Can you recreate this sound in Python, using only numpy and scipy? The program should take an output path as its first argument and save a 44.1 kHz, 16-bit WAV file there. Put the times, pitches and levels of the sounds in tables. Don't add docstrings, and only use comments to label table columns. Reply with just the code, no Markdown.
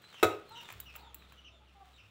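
import sys
import numpy as np
from scipy import signal
from scipy.fft import rfft, irfft
from scipy.io import wavfile
from scipy.ndimage import uniform_filter1d

SR = 44100
rng = np.random.default_rng(int(sys.argv[2]) if len(sys.argv) > 2 else 0)


def store_pcm(level_fs):
    pcm = np.round(np.clip(level_fs, -1, 1) * 32767).astype(np.int16)
    wavfile.write(sys.argv[1], SR, np.atleast_2d(pcm).T)


N = 92610
T = np.arange(N) / SR


def from_db(db):
    return 10 ** (np.asarray(db) / 20)


def rms_one(x):
    return x / np.sqrt(np.mean(x ** 2) + 1e-20)


def fader(rows):
    return from_db(np.interp(T, *np.transpose(rows)))


def at_hz(rows, hz, column=1):
    rows = np.array(rows)
    return np.interp(np.log(np.maximum(hz, 1)), np.log(rows[:, 0]), rows[:, column])


def coloured(x, eq, tilt_db=0, tilt_from_hz=2000):
    hz = np.arange(N // 2 + 1) * SR / N
    gain_db = at_hz(eq, hz) + tilt_db * np.log2(np.maximum(hz / tilt_from_hz, 1))
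    return rms_one(irfft(rfft(x) * from_db(gain_db), N))


def burst(start, attack_s, t60_s):
    age = np.maximum(T - start, 0)
    return np.minimum(age / attack_s, 1) * np.exp(-np.log(1000) * np.maximum(age - attack_s, 0) / t60_s)


# freq_hz, gain_db
AIR_EQ = [(25, -6), (55, -8.5), (105, 7), (160, 5), (220, 0.5), (400, -0.5), (1000, -6.5), (1290, 1),
          (1600, -8.5), (3500, -5), (4800, -18), (7300, -27), (10000, -28.5), (15500, -37)]
# time_s, level_db
AIR_RIDE = [(0, -64), (.45, -61.5), (.7, -61), (1.0, -63), (1.3, -63), (1.6, -67), (2.1, -68)]
def room_air():
    return fader(AIR_RIDE) * coloured(rng.standard_normal(N), AIR_EQ)


# time_s, level_db
RUSTLE_RIDE = [(0, -68), (.2, -58.5), (.45, -68.5), (.6, -59.5), (.72, -57), (.88, -70), (.96, -60),
               (1.08, -79), (1.33, -67), (1.5, -81.5), (1.8, -72), (1.86, -68), (2.1, -71.5)]
# freq_hz, gain_db
RUSTLE_EQ = [(60, -18), (300, -5), (700, -2), (1300, 4.5), (1700, 3), (3500, 2), (4800, -6.5), (6400, -9.5),
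             (7400, -7.5), (9000, -13), (13500, -19), (15200, -9)]
def weave_rustle(grains_per_s=3000, spread_db=3.5):
    clicks = (rng.random(N) < grains_per_s / SR) * rng.choice([-1, 1], N)
    sizes = from_db(spread_db * np.minimum(rng.exponential(1, N), 5))
    return fader(RUSTLE_RIDE) * coloured(clicks * sizes, RUSTLE_EQ)


# start_s, level_db, treble_tilt_db_per_octave
STRAND_TICKS = [(.0189, -60, -3), (.4918, -55, -1), (.574, -58, 0), (.6125, -55, -1), (.6275, -55, -1),
                (.7025, -53, -.5), (.7232, -41, -.8), (.801, -32, -.2), (.9553, -50, 1),
                (.9612, -37.5, 1.5), (1.1443, -34.5, 1.2), (1.3225, -56, 0)]
# freq_hz, gain_db
TICK_EQ = [(200, -33.5), (1000, -17), (3000, -7), (5000, -17), (6600, -16.5), (7400, -0.5), (8600, -18),
           (11300, -5.5), (13300, -5.5), (15100, 5.5), (16500, 1)]
def strand_ticks():
    out = 0
    for start, db, tilt in STRAND_TICKS:
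        noise = coloured(rng.standard_normal(N), TICK_EQ, tilt)
        out += from_db(db) * burst(start, attack_s=0.0006, t60_s=0.026) * noise
    return out


def bird_calls(cues, harmonics_db, jitter_hz, fade_s):
    out, jitter = 0, rng.standard_normal(N)
    for _ in range(2):
        jitter = uniform_filter1d(jitter, int(SR / jitter_hz), mode="wrap")
    jitter = rms_one(jitter)
    for start, length, start_hz, end_hz, db, rasp in cues:
        glide_hz = np.interp(T, [start, start + length], [start_hz, end_hz])
        phase = 2 * np.pi * np.cumsum(glide_hz * (1 + rasp * jitter)) / SR
        swell = np.clip(np.minimum(T - start, start + length - T) / fade_s, 0, 1)
        tone = sum(from_db(db + h) * np.sin(k * phase) for k, h in enumerate(harmonics_db, 1))
        out += np.sqrt(2) * swell * tone
    return out


# start_s, length_s, start_hz, end_hz, level_db, rasp_share_of_pitch
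CHICK_PEEPS = [(.03, 0.043, 4030, 4014, -59, 0.013), (.08, 0.075, 4300, 3380, -65.5, 0.042),
               (.13, 0.094, 3100, 2640, -55.5, 0.065), (.30, 0.058, 2900, 2550, -55, 0.015),
               (.445, 0.021, 4400, 4270, -73.5, 0.01), (.475, 0.046, 4250, 4140, -62.5, 0.011),
               (.515, 0.097, 3920, 3640, -59, .03), (.548, .075, 2984, 2800, -50, 0.039),
               (.635, 0.044, 3790, 3510, -57, 0.0294), (.80, 0.042, 4050, 3590, -63, 0.0301),
               (.855, 0.066, 2920, 2520, -54, 0.039), (.925, 0.074, 2646, 2570, -63.5, 0.037),
               (.98, 0.043, 4400, 4100, -64, 0.053), (1.02, 0.098, 3900, 3170, -64.5, .03),
               (1.18, 0.082, 4160, 3625, -67, 0.027), (1.27, 0.079, 4080, 3890, -72, 0.021),
               (1.32, .04, 3230, 3070, -70, .02), (1.37, 0.042, 2990, 2855, -59, 0.028),
               (1.44, 0.06, 3104, 2620, -55.5, 0.0537), (1.51, 0.09, 3756, 3390, -70, 0.027),
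               (1.665, 0.055, 2990, 2626, -69.5, 0.036), (1.93, 0.056, 3900, 3590, -65.5, 0.033),
               (1.975, 0.048, 2948, 2450, -58.5, 0.073), (2.03, 0.047, 2810, 2550, -64.5, 0.063)]
CHICK_TIMBRE = [0, -16]
def chicks():
    return bird_calls(CHICK_PEEPS, CHICK_TIMBRE, jitter_hz=618, fade_s=0.011)


# start_s, level_db
FINGER_TAPS = [(0.041, -52.5), (.1426, -48.5), (0.6881, -41.5), (0.7031, -40.5), (0.7243, -47),
               (0.94, -50.5), (0.9533, -44.5), (0.963, -50), (1.2222, -55.5), (1.3223, -52.5)]
# freq_hz, gain_db
TAP_EQ = [(80, -41), (200, -19.5), (600, -8.5), (1250, 0.5), (1900, -3.5), (2700, -0.5), (4500, -31),
          (7300, -15), (10000, -32.5), (15500, -36)]
def finger_taps():
    hits = sum(from_db(db) * burst(start, attack_s=0.00028, t60_s=.03) for start, db in FINGER_TAPS)
    return hits * coloured(rng.standard_normal(N), TAP_EQ)


def push(start, softness_ms):
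    force = (T >= start) * np.exp(-np.maximum(T - start, 0) * 1000 / softness_ms)
    return force / force.sum()


def ring(force, hz, t60_s):
    r, w = np.exp(-np.log(1000) / (t60_s * SR)), 2 * np.pi * hz / SR
    return signal.lfilter([0, np.sin(w)], [1, -2 * r * np.cos(w), r * r], force + 1e-18)


# start_s, push_db, softness_ms, crunch_db
CONTACTS = [(0.2283, 0.7, .17, -22), (0.2305, 3.5, .14, -25.5), (0.2326, -4.5, .06, -29),
            (.23791, -14, .1, -30), (0.2433, -17, .04, -27.5), (0.251, -3.5, .3, -47)]
# pitch_hz, level_db,
# t60_s
KNOCK_MODES = [(344, -11.5, 0.027), (416, -15, 0.017), (625, -27.5, .11), (747, -19, 0.05),
               (1010, -26, 0.019), (1273, -17.5, 0.074), (1453, -26.5, 0.062), (1766, -26, 0.041),
               (2066, -22, 0.025), (2580, -19.5, 0.039), (3130, -26.5, 0.013), (3850, -17.5, 0.032),
               (326.8, -26.5, 0.26), (378.6, -39, .38), (411.3, -35, 0.31), (456.3, -41.5, 0.37),
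               (508.8, -36.5, 0.29), (1251.2, -34.5, 0.4), (565, -41.5, 0.38), (298, -37.5, 0.34)]
# freq_hz, gain_db
CRUNCH_EQ = [(100, -28.5), (300, -1), (1200, 3.5), (2700, -5), (3800, -7.5), (4700, -20), (5700, -13),
             (6400, -17.5), (7200, -8.5), (8800, -18.5), (13000, -17), (15500, -15.5)]
def tray_knock(spread_db=1, radiation_hz=275):
    forces = np.array([from_db(db) * push(start, softness) for start, db, softness, _ in CONTACTS])
    body = 0
    for k, (hz, db, t60_s) in enumerate(KNOCK_MODES):
        drive = from_db(db + spread_db * rng.standard_normal(len(CONTACTS))) @ forces
        body += (-1) ** k * ring(drive, hz, t60_s)
    body = signal.sosfilt(signal.butter(2, radiation_hz, "high", fs=SR, output="sos"), body)
    clashes = sum(from_db(db) * burst(start, attack_s=.0001, t60_s=.03) for start, _, _, db in CONTACTS)
    return body + clashes * coloured(rng.standard_normal(N), CRUNCH_EQ)


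def basin_thud(start_s=.244, pitch_hz=98, level_db=-33.5):
    envelope = from_db(level_db) * burst(start_s, attack_s=0.015, t60_s=0.098)
    return envelope * np.sin(2 * np.pi * pitch_hz * (T - start_s))


# start_s, level_db
SWING_BUMPS = [(.47, -64.5), (.71, -53.5), (1.46, -67), (2.0, -59)]
def swing_bumps(pitch_hz=102):
    swells = sum(from_db(db) * burst(start, attack_s=0.051, t60_s=0.25) for start, db in SWING_BUMPS)
    return swells * np.sin(2 * np.pi * pitch_hz * T)


# start_s, length_s, start_hz, end_hz, level_db, rasp_share_of_pitch
HEN_CLUCKS = [(.503, 0.054, 432.4, 464.7, -51.5, 0.0307), (.56, 0.037, 463.4, 477, -51, 0.016),
              (.95, 0.089, 428, 427, -62, 0.115), (1.025, 0.063, 442, 455, -58.5, 0.085),
              (1.49, .08, 342, 321.3, -71, .03), (1.60, 0.047, 425, 414, -67, .02),
              (1.745, 0.051, 396, 397, -62.5, 0.023), (1.80, 0.042, 396, 384, -54.5, .015),
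              (1.86, 0.067, 385, 343, -74.5, .05)]
HEN_TIMBRE = [-19, -0.5, -9.5, -21.5]
def hen():
    return bird_calls(HEN_CLUCKS, HEN_TIMBRE, jitter_hz=163, fade_s=0.0094)


# time_s, level_db
HUM_RIDE = [(0, -85), (.72, -78), (.77, -59.5), (1.05, -60), (1.35, -63), (1.7, -64), (1.98, -63.5),
            (2.1, -77)]
def low_hum(pitch_hz=65.2):
    return np.sqrt(2) * fader(HUM_RIDE) * np.sin(2 * np.pi * pitch_hz * T)


# freq_hz, level_db, t60_s
REVERB_BANDS = [(100, -9.5, .3), (238, -12, 0.27), (427.3, -4.5, 0.4), (790, -4.5, 0.36),
                (1300, -8.5, 0.41), (2500, -7.5, 0.32), (6000, -6.5, 0.25), (15000, -11, 0.27)]
def tiled_room(send, predelay_s=0.0074, build_s=0.0046):
    t, response = T[:SR * 3 // 4], 0
    edges_hz = 60 * 2 ** np.arange(0, 8.6, .5)
    white = rng.standard_normal((2, len(t)))
    onset = np.clip((t - predelay_s) / build_s, 0, 1)
    for k, (low, high) in enumerate(zip(edges_hz, edges_hz[1:])):
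        hz = np.sqrt(low * high)
        decay = np.exp(-np.log(1000) * t / at_hz(REVERB_BANDS, hz, column=2))
        bandpass = signal.butter(2, [low, high], "band", fs=SR, output="sos")
        band = onset * decay * signal.sosfilt(bandpass, white[k % 2])
        to_unity = np.sqrt(2 * (high - low) / SR / np.sum(band ** 2))
        response += band * to_unity * from_db(at_hz(REVERB_BANDS, hz))
    return signal.fftconvolve(send, response)[:N]


def scene():
    handling = weave_rustle() + strand_ticks() + finger_taps() + swing_bumps()
    birds = chicks() + hen()
    knock = tray_knock() + basin_thud()
    direct = handling + from_db(-1) * birds + knock
    send = from_db(-5.5) * handling + from_db(1.5) * birds + from_db(-1) * knock
    return (room_air() + direct + tiled_room(send) + low_hum())[None]


def record(dry, cutoff_hz=15700):
    return signal.sosfilt(signal.ellip(10, .3, 80, cutoff_hz, fs=SR, output="sos"), dry)


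dry = scene()
out = record(dry)
store_pcm(out)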